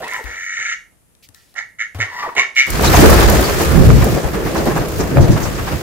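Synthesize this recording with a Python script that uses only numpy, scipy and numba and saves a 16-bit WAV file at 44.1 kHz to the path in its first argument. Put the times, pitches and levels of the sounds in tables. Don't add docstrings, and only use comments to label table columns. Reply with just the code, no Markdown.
import sys
import numpy as np
from scipy import signal
from scipy.fft import rfft, irfft
from scipy.io import wavfile
from scipy.ndimage import uniform_filter1d
from numba import njit

SR = 44100
rng = np.random.default_rng(int(sys.argv[2]) if len(sys.argv) > 2 else 0)


def store_wav(level_fs):
    pcm = np.round(np.clip(np.atleast_2d(level_fs), -1, 1) * 32767)
    wavfile.write(sys.argv[1], SR, pcm.T.astype(np.int16))


N = 256652


def undb(db):
    return 10 ** (np.asarray(db) / 20)


def level(x, db):
    return x * undb(db) / np.sqrt(np.mean(x ** 2))


def even(x, span_s):
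    power = np.atleast_2d(x ** 2).mean(axis=0)
    span = int(span_s * SR)
    return x / np.sqrt(np.maximum(uniform_filter1d(uniform_filter1d(power, span), span), 1e-18))


def pan(x, db):
    return x * undb(np.array([db / 2, -db / 2]).reshape(2, -1))


def add(track, start_s, sound):
    i = int(start_s * SR)
    n = min(sound.shape[-1], N - i)
    track[..., i:i + n] += sound[..., :n]


def arch(swell_s, fade_s, swell_db, fade_db):
    t = np.arange(0, swell_s + fade_s, 1 / SR)
    rise_db = -swell_db * np.clip(1 - t / swell_s, 0, 1) ** 1.3
    return rise_db - fade_db * np.clip((t - swell_s) / fade_s, 0, 1)


@njit
def resonator(x, hz, width_hz):
    y, band, low = np.empty(len(x)), 0., 0.
    g, damping = np.tan(np.pi * hz / SR), width_hz / hz
    for i in range(len(x)):
        v = (band + g * (x[i] - low)) / (1 + g * (g + damping))
        band, low, y[i] = 2 * v - band, low + 2 * g * v, damping * v
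    return y


def ring(x, modes):
    return sum((-1) ** k * undb(db) * resonator(resonator(x, hz, width), hz, width)
               for k, (hz, width, db) in enumerate(np.array(modes, float)))


def wander(rate_hz):
    hold = int(SR / rate_hz)
    stairs = np.repeat(rng.standard_normal(N // hold + 1), hold)
    return .78 * uniform_filter1d(uniform_filter1d(stairs, hold), hold)[:N]


def band_noise(spectrum, side, flicker_db, flicker_hz):
    hz, db = np.transpose(spectrum)
    octaves = np.arange(0, np.log2(hz[-2] / hz[1]) + .3, .5)
    out = 0
    for centre in np.clip(hz[1] * 2 ** octaves, 1, .33 * SR):
        width = centre / 2 / np.sinc(2 * centre / SR)
        mid, diff = (ring(rng.standard_normal(N), [(centre, width, 0)]) for _ in range(2))
        gain = undb(np.interp(np.log(centre), np.log(hz), db) + flicker_db * wander(flicker_hz))
        out = out + gain * (mid + side * diff * np.array([[1], [-1]]))
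    return even(out, .05)


# frequency_hz, relative_db
HOUSE_SPECTRUM = [(24, -35), (40, 1), (80, -3), (174, -3.5), (213, -10), (387, -11.5), (1130, -21),
                  (1960, -21), (5050, -30), (11200, -18), (15500, -32)]

def house():
    return undb(-56.5) * pan(band_noise(HOUSE_SPECTRUM, side=1, flicker_db=.7, flicker_hz=13), 1.2)


@njit
def walls(x, lags, gain, damping):
    line, echo, out = np.zeros((8, 4096)), np.zeros(8), np.zeros((2, len(x)))
    for i in range(len(x)):
        total = 0.
        for k in range(8):
            echo[k] += (1 - damping) * (gain[k] * line[k, (i - lags[k]) & 4095] - echo[k])
            total += echo[k]
            out[k % 2, i] += echo[k]
        for k in range(8):
            line[k, i & 4095] = x[i] + echo[k] - total / 4
    return out


def reverberation(direct, t60_s=.28):
    lags = rng.integers(300, 1800, size=8)
    retained = resonator(direct.mean(axis=0) + 1e-18, 1730., 9000.)
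    echoes = walls(retained, lags, 1000. ** (-lags / SR / t60_s), damping=.017)
    return undb(-11) * pan(echoes, -3)


# start_s, swell_s, fade_s, peak_db
RUSTLES = [(0, 0.0022, 0.048, -42), (.04, 0.0045, 0.051, -39.5), (.07, 0.054, .35, -41),
           (.3, 0.19, .3, -64), (1.226, 0.017, 0.036, -45.5), (1.34, 0.022, 0.36, -54),
           (1.946, 0.0027, 0.051, -40), (2.1, 0.12, .25, -49.5), (2.55, .05, .3, -39.5)]

def shuffle():
    gain = np.zeros(N)
    for start_s, swell_s, fade_s, peak_db in RUSTLES:
        add(gain, start_s, undb(peak_db + arch(swell_s, fade_s, swell_db=5, fade_db=16.5)))
    spectrum = [(1500, -30), (2500, -8.5), (7000, -12.5), (11000, -25), (15000, -11.5), (16000, -30)]
    return gain * band_noise(spectrum, side=.5, flicker_db=6, flicker_hz=40)


# start_s, thud_db, thud_hz, thud_t60_s, slap_db, claw_db, pan_db
FOOTFALLS = [(0.019, -41, 70.5, 0.094, -31, -57, 4), (0.081, -53, 90, .1, -65, -37, 24),
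             (0.135, -54, 90, .1, -59, -35.5, 25), (0.24, -23.5, 56.3, 0.19, -42.5, -39, 18),
             (0.272, -35, 90, 0.22, -39, -50, -1), (0.585, -40, 124, 0.13, -47, -61, 4),
             (.92, -42.5, 75.4, 0.086, -65, -70, -2), (1.151, -76, 100, 0.085, -81, -51, 9),
             (1.288, -33.5, 106, 0.059, -66, -41, 15), (1.346, -61, 90, .1, -80, -44.5, 24.5),
             (1.541, -70, 100, .1, -54, -43, 6), (1.946, -17.5, 91, 0.26, -36.5, -46, 3.5),
             (1.987, -11.5, 103.7, 0.16, -30.5, -57, 1), (2.351, -46, 99, 0.12, -31, -35, -3)]

def steps(knock_hz=280, knock_s=.01):
    out, t = np.zeros((2, N)), np.arange(SR // 3) / SR
    knock = undb(-5) * np.sin(2 * np.pi * knock_hz * t) * t / knock_s * np.exp(-2 * t / knock_s)
    attack = (1 - np.exp(-t / .0069)) ** 2
    for start_s, thud_db, thud_hz, t60_s, slap_db, claw_db, pan_db in FOOTFALLS:
        noise = rng.standard_normal((2, len(t)))
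        thud = np.sin(2 * np.pi * thud_hz * t) * 1000. ** (-t / t60_s) * attack
        slap = level(resonator(noise[0], 640., 610.), slap_db) * np.exp(-t / .066)
        claw = level(resonator(noise[1], 4500., 8000.), claw_db) * np.exp(-t / .0025)
        add(out, start_s, pan(undb(thud_db) * (thud + knock) + slap + claw, pan_db))
    return out


# start_s, length_s, start_pitch_hz, end_pitch_hz, level_db, pan_db
PEEP_NOTES = [(0.001, 0.045, 605, 805, -27, -4), (0.018, 0.022, 495, 530, -32, -1),
              (.022, 0.029, 1666, 1986, -27, -2), (0.037, 0.041, 882, 1065, -29, -1),
              (0.046, .035, 2590, 2640, -36, -3), (0.118, 0.069, 1010, 1002, -29.5, -1),
              (0.173, .04, 978, 860, -30.5, 3), (0.191, 0.03, 572, 426, -33.5, 0),
              (2.062, 0.05, 1126, 1107, -37.5, 3), (2.113, 0.2, 979, 981, -29.5, 5.5),
              (2.187, 0.027, 1160, 1190, -32, -13), (2.222, 0.038, 1164, 1161, -20.5, 2),
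              (2.224, 0.056, 801, 908, -27.5, -6), (2.263, 0.014, 687, 637, -23.5, 2),
              (2.272, 0.021, 485, 480, -28, -3), (2.281, 0.024, 1140, 1134, -28, 6),
              (2.315, 0.028, 937, 970, -30.5, 2), (2.37, 0.031, 658, 720, -27, 4),
              (2.369, 0.031, 423, 398, -26, -3), (2.379, 0.042, 1000, 1128, -20.5, 4)]

def peeps(waver_rad=.6, hoarseness=.35):
    out = np.zeros((2, N))
    for start_s, length_s, start_hz, end_hz, level_db, pan_db in PEEP_NOTES:
        progress = np.arange(0, 1, 1 / (length_s * SR))
        waver, flutter = (level(resonator(noise, 45., 67.), 0)[:len(progress)]
                          for noise in rng.standard_normal((2, SR // 4)))
        phase = 2 * np.pi * np.cumsum(start_hz + (end_hz - start_hz) * progress) / SR + waver_rad * waver
        note = (np.sin(phase) + undb(-14) * np.sin(2 * phase)) * (1 + hoarseness * flutter)
        add(out, start_s, pan(undb(level_db) * np.sin(np.pi * progress) ** .32 * note, pan_db))
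    return out


def syrinx(t, pulse_s, start_hz, end_hz, roughness):
    jitter, shimmer = rng.standard_normal((200, 2)).T
    breath = rng.standard_normal((2, SR))[:, :len(t)]
    cycles = np.cumsum(np.linspace(start_hz, end_hz, len(t))) / SR
    cycles = cycles - np.interp(pulse_s - .002, t, cycles) + 100
    cycles = cycles + .2 * roughness * np.interp(cycles, np.arange(200), jitter)
    strength = undb(3.5 * roughness * shimmer[cycles.astype(int) % 200])
    puff = np.exp(-(cycles % 1) / .5)
    pulses = 12 * np.diff(np.floor(cycles), prepend=np.floor(cycles[0]))
    source = strength * (pulses + 3.5 * roughness * (puff + .5 * roughness) * breath[0])
    softened = resonator(source, 1940., 1570.)
    return softened, (1.2 + puff) * breath[1]


# centre_hz, width_hz, gain_db
WINDPIPE_MODES = [(1366, 140, -3.5), (1815, 282, 1.5)]
BILL_MODES = [(2895, 430, -13.5), (3700, 370, -15)]
NOSTRIL_MODES = [(6500, 1080, 18.5)]
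RASP_MODES = [(4460, 1400, 8), (5800, 1500, 6.5), (7330, 410, 8)]
# start_s, swell_s, fade_s, swell_db, peak_db, bill_hz, opening_db, whistle_db, pan_db,
# pulse_s, start_pitch_hz, end_pitch_hz, roughness_ratio, rasp_db, chest_db
QUACK_CALLS = [(.07, 0.083, 0.1, 10, -23, 2150, 2, -17, -4, .153, 105.5, 104, 0.54, 2, -17),
               (.25, .485, .03, 12, -21, 2200, 2, -11, -1, .737, 93, 96, .62, -2, -27),
               (1.34, 0.022, 0.13, 12, -54, 1970, -5, -10, -2, 1.35, 100, 99, 0.65, 0, -20),
               (1.551, 0.039, 0.067, 16, -22.5, 2160, 1, -15, -8.5, 1.88, 105.2, 101.4, 0.48, 5, -8),
               (1.785, 0.032, 0.062, 10, -18, 2154, 4, -16.5, -3.5, 1.6, 114.7, 109.9, 0.27, 1, -24),
               (1.997, 0.024, 0.059, 7, -15, 2185, 4, -15.5, -4, 2.004, 126.7, 98.8, 0.34, 4, -24),
               (2.09, 0.12, 0.14, 12, -27.5, 1960, 5, -11.5, 0, 1.9, 125, 117.5, 0.8, 17, -22),
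               (2.362, 0.036, 0.077, 8, -10, 2204, 12, -15, -4.5, 2.42, 129.8, 127.8, .4, 5, -16),
               (2.557, 0.037, 0.084, 11.5, -6.5, 2214, 15.5, -14, -3, 2.8, 126.7, 139, 0.23, 8, -15)]

def quacks(chest_hz=700, head_turn_db=11.5):
    out = np.zeros((2, N))
    for (start_s, swell_s, fade_s, swell_db, peak_db, bill_hz, opening_db, whistle_db, pan_db,
         pulse_s, start_hz, end_hz, roughness, rasp_db, chest_db) in QUACK_CALLS:
        effort_db = arch(swell_s, fade_s, swell_db, fade_db=22)
        t = start_s + np.arange(len(effort_db)) / SR
        source, breath = syrinx(t, pulse_s, start_hz, end_hz, roughness)
        windpipe = ring(source, [(chest_hz, 440, chest_db)] + WINDPIPE_MODES)
        bill = ring(source, BILL_MODES) - ring(source, [(bill_hz, 250, 0)])
        opening = undb(opening_db + .42 * effort_db)
        voice = even(windpipe + opening * bill, .025)
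        whistle = level(ring(breath, NOSTRIL_MODES) + undb(rasp_db) * ring(breath, RASP_MODES), 0)
        whistle *= undb(whistle_db + .27 * effort_db)
        edges = np.clip(np.minimum(t - t[0], t[-1] - t) / .007, 0, 1)
        turn_db = head_turn_db * np.clip((t - start_s - swell_s) / fade_s, 0, 1)
        add(out, start_s, pan((voice + whistle) * undb(peak_db + effort_db) * edges, pan_db + turn_db))
    return out


# start_s, length_s, pitch_hz, level_db, pan_db
VANE_SQUEAKS = [(2.825, 0.016, 2950, -33, 0), (2.867, 0.027, 3970, -22.5, 0), (2.933, .02, 5170, -29, 0),
                (2.949, .02, 6450, -22.5, 13), (3.136, 0.027, 4680, -29, 9), (3.431, 0.04, 4570, -29, 8)]

def squeaks(width_hz=400):
    out = np.zeros((2, N))
    for start_s, length_s, pitch_hz, level_db, pan_db in VANE_SQUEAKS:
        progress = np.arange(0, 1, 1 / (length_s * SR))
        tone = level(ring(rng.standard_normal(SR // 5), [(pitch_hz, width_hz, 0)]), level_db)
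        add(out, start_s, pan(tone[-len(progress):] * np.sin(np.pi * progress), pan_db))
    return out


# centre_s, level_db
FEATHER_SWEEPS = [(2.86, -20.5), (2.96, -32), (3.15, -34), (3.62, -27), (3.9, -31.5), (4.03, -34),
                  (4.12, -37), (4.46, -47), (4.585, -29), (4.675, -34), (4.785, -38), (4.89, -53),
                  (5.0, -29.5), (5.11, -52), (5.23, -30.5), (5.335, -30.5), (5.445, -30.5), (5.56, -36),
                  (5.685, -50)]

def swishes(t, half_width_s=.025):
    gain = sum(undb(db) * np.exp(-((t - centre_s) / half_width_s) ** 2) for centre_s, db in FEATHER_SWEEPS)
    spectrum = [(3000, -30), (4200, 1), (5500, 4), (7400, -2), (9000, -30)]
    return gain * band_noise(spectrum, side=1, flicker_db=7.9, flicker_hz=40)


# start_s, gain_db
FEATHER_SNAPS = [(2.665, -27), (2.7024, -12), (2.822, -16), (3.003, -9), (3.1008, -9), (3.199, -12),
                 (3.297, -8.5), (3.409, -12), (3.616, -14.5), (4.041, -14.5), (4.147, -23), (4.352, -27),
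                 (4.467, -26), (4.587, -29), (4.6553, -23), (4.775, -22), (4.883, -24), (4.983, -23),
                 (5.3168, -27), (5.435, -30)]

def snaps(snap_s=.0095):
    gain, age = np.zeros(N), np.arange(0, 6, 1 / (snap_s * SR))
    for start_s, gain_db in FEATHER_SNAPS:
        add(gain, start_s, undb(gain_db) * (1 - np.exp(-8 * age)) * np.exp(-2 * age))
    spectrum = [(4000, -30), (5500, -3), (8000, -2), (11000, 1), (15500, 3), (16000, -30)]
    return gain * band_noise(spectrum, side=1, flicker_db=1.5, flicker_hz=43)


# frequency_hz, relative_db
BUFFET_SPECTRUM = [(12, -40), (20, -23.5), (59, 4.5), (75, 1.5), (97, -9), (110, -40), (140, -74),
                   (240, -120)]
FLUTTER_SPECTRUM = [(53, -32), (90, 2.5), (129, 9.5), (189, -5.5), (250, -3.5), (320, -56), (550, -120)]
# centre_s, half_width_s, buffet_db, flutter_db, pan_db
DOWNWASH_GUSTS = [(2.737, 0.041, -18.5, -36, 0), (2.884, 0.098, -14.5, -17.5, -0.5),
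                  (2.987, 0.048, -10, -19, -2), (3.09, 0.12, -6, -35, 0), (3.266, 0.088, -9, -41, -2),
                  (3.383, 0.051, -12, -43, 3), (3.545, 0.096, -19.5, -44, 0),
                  (3.688, 0.045, -13.5, -31, -3), (3.791, 0.046, -8.5, -4, -15.5),
                  (3.883, 0.035, -4, -7.5, 3), (3.934, 0.057, -8.5, -5.5, 9),
                  (4.02, 0.046, -10.5, -13.5, -2), (4.132, .04, -19.5, -14, 1.5),
                  (4.261, 0.015, -13.5, -36, 2), (4.35, 0.11, -25, -39, 0), (4.466, 0.041, -26.5, -23, -3),
                  (4.6, 0.06, -23.5, -40, 0), (4.69, 0.059, -23.5, -38, 1), (4.799, .03, -21, -21.5, 0),
                  (5, 0.11, -20.5, -31, 3), (5.208, 0.043, -9, -3, 4.5), (5.302, 0.012, -5, -2.5, 6),
                  (5.342, .03, -21, -11.5, -4), (5.453, 0.066, -26, -25, 15),
                  (5.603, 0.11, -24.5, -26.5, -1), (5.745, 0.041, -26, -22.5, -5)]

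def downwash(t, airflow):
    buffet = flutter = undb(-14) * airflow
    for centre_s, half_width_s, buffet_db, flutter_db, pan_db in DOWNWASH_GUSTS:
        gust = pan(np.exp(-((t - centre_s) / half_width_s) ** 2), pan_db)
        buffet = np.hypot(buffet, undb(buffet_db) * gust)
        flutter = np.hypot(flutter, undb(flutter_db) * gust)
    return (buffet * band_noise(BUFFET_SPECTRUM, side=.6, flicker_db=1, flicker_hz=12)
            + flutter * band_noise(FLUTTER_SPECTRUM, side=.7, flicker_db=1, flicker_hz=20))


# frequency_hz, relative_db
WHOOSH_SPECTRUM = [(88, -32), (150, 5), (195, -1), (320, 1.5), (468, 1.5), (575, -1), (878, -13.5),
                   (1230, -29), (2000, -14.5), (2600, -51), (4400, -120)]
RUSH_SPECTRUM = [(710, -23), (1200, -2), (2680, -10.5), (2890, -13.5), (5910, -13), (6510, -13.5),
                 (9080, -21.5), (11500, -19.5), (14200, -16.5), (15500, -21)]
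# time_s, whoosh_db, rush_db
FLIGHT_LEVELS = [(2.65, -41, -30), (2.73, -31, -26), (2.9, -14, -18), (3.0, -19, -14.5), (3.3, -14, -19),
                 (3.42, -22, -21.5), (3.78, -19, -23), (3.95, -24, -25), (4.15, -24.5, -26.5),
                 (4.3, -32, -33), (4.36, -21, -31), (4.6, -22.5, -29), (4.72, -22.5, -30.5),
                 (5.0, -25.5, -31), (5.33, -17.5, -30), (5.4, -26, -30.5), (5.82, -28, -31)]
# time_s, gain_db
TIP_SLAPS = [(2.795, -8), (3.904, -3), (5.171, -6), (5.183, -8)]
# time_s, clap_db, whoosh_db
WING_STROKES = [(2.679, -28, -27.5), (2.742, -36, -20.5), (2.796, -43, -15), (2.833, -4.5, -48),
                (2.93, 0, -42), (2.977, -8, -2.5), (3.025, -2, 1), (3.079, -7, -7.5), (3.118, -3.5, -12),
                (3.183, -5, -18.5), (3.218, -7, -30), (3.281, -7, -32), (3.329, -8, -15),
                (3.386, -10.5, -13.5), (3.425, -11, -23), (3.481, -12, -23), (3.599, -8.5, -17),
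                (3.7, -39, -30), (3.761, -36, -36), (3.816, -36, -13.5), (3.891, -43, -11),
                (3.96, -31, -18), (4.018, -10.5, -16.5), (4.061, -36, -13), (4.118, -30, -22),
                (4.162, -37, -14), (4.236, -15.5, -19), (4.275, -19.5, -27), (4.335, -14, -25),
                (4.458, -12.5, -33), (4.551, -10.5, -18.5), (4.591, -18, -20.5), (4.664, -13.5, -10.5),
                (4.702, -13.5, -33), (4.758, -10.5, -17), (4.809, -18.5, -24), (4.995, -14, -13.5),
                (5.117, -38, -19), (5.166, -52, -10), (5.219, -28, -23), (5.36, -13, -25),
                (5.407, -18, -27), (5.45, -14.5, -37), (5.578, -13.5, -50), (5.668, -13, -49),
                (5.713, -15, -24)]

def wingbeats(t, stroke_s=.032, room_mode_hz=342.):
    times_s, whoosh_levels_db, rush_levels_db = np.transpose(FLIGHT_LEVELS)
    aloft = np.clip((t - times_s[0]) / .03, 0, 1)
    whoosh_gain = aloft * undb(np.interp(t, times_s, whoosh_levels_db))
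    rush_gain = aloft * undb(np.interp(t, times_s, rush_levels_db))
    gusts = aloft * downwash(t, whoosh_gain)
    clap_gain, age = np.zeros(N), np.arange(0, 6, 1 / (stroke_s * SR))
    swell = 3 * age * np.exp(-2 * age)
    for time_s, clap_db, whoosh_db in WING_STROKES:
        add(clap_gain, time_s - .003, undb(clap_db) * swell ** 2)
        add(whoosh_gain, time_s - .006, undb(whoosh_db) * swell)
        add(rush_gain, time_s - .006, undb(clap_db - 22) * swell)
    for time_s, gain_db in TIP_SLAPS:
        add(clap_gain, time_s - .001, undb(gain_db) * swell[::12])
    grains = undb(2 * wander(300))
    whoosh = whoosh_gain * band_noise(WHOOSH_SPECTRUM, side=.55, flicker_db=3, flicker_hz=30)
    boom = undb(-4.5) * np.array([resonator(channel, room_mode_hz, 33.) for channel in whoosh])
    rush = rush_gain * grains * band_noise(RUSH_SPECTRUM, side=.95, flicker_db=2, flicker_hz=25)
    clap_spectrum = [(500, -30), (800, .5), (1400, -4.5), (2600, -19), (4000, -66)]
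    claps = clap_gain * band_noise(clap_spectrum, side=.77, flicker_db=3.5, flicker_hz=60)
    return gusts + whoosh + boom + rush + claps


def scene(left_lag_s=94e-6):
    t = np.arange(N) / SR
    floor = quacks() + peeps() + steps()
    delay = np.exp(-2j * np.pi * np.fft.rfftfreq(N, 1 / SR) * left_lag_s)
    direct = np.array([irfft(rfft(floor[0]) * delay, N), floor[1]])
    background = reverberation(floor) + house() + shuffle()
    return background + direct + squeaks() + wingbeats(t) + snaps() + swishes(t)


def record(dry, cutoff_hz=15750):
    lowpass = signal.ellip(10, .2, 60, cutoff_hz, fs=SR, output="sos")
    return np.clip(signal.sosfilt(lowpass, np.clip(dry, -1, 1)), -1, 1)


dry = scene()
out = record(dry)
store_wav(out)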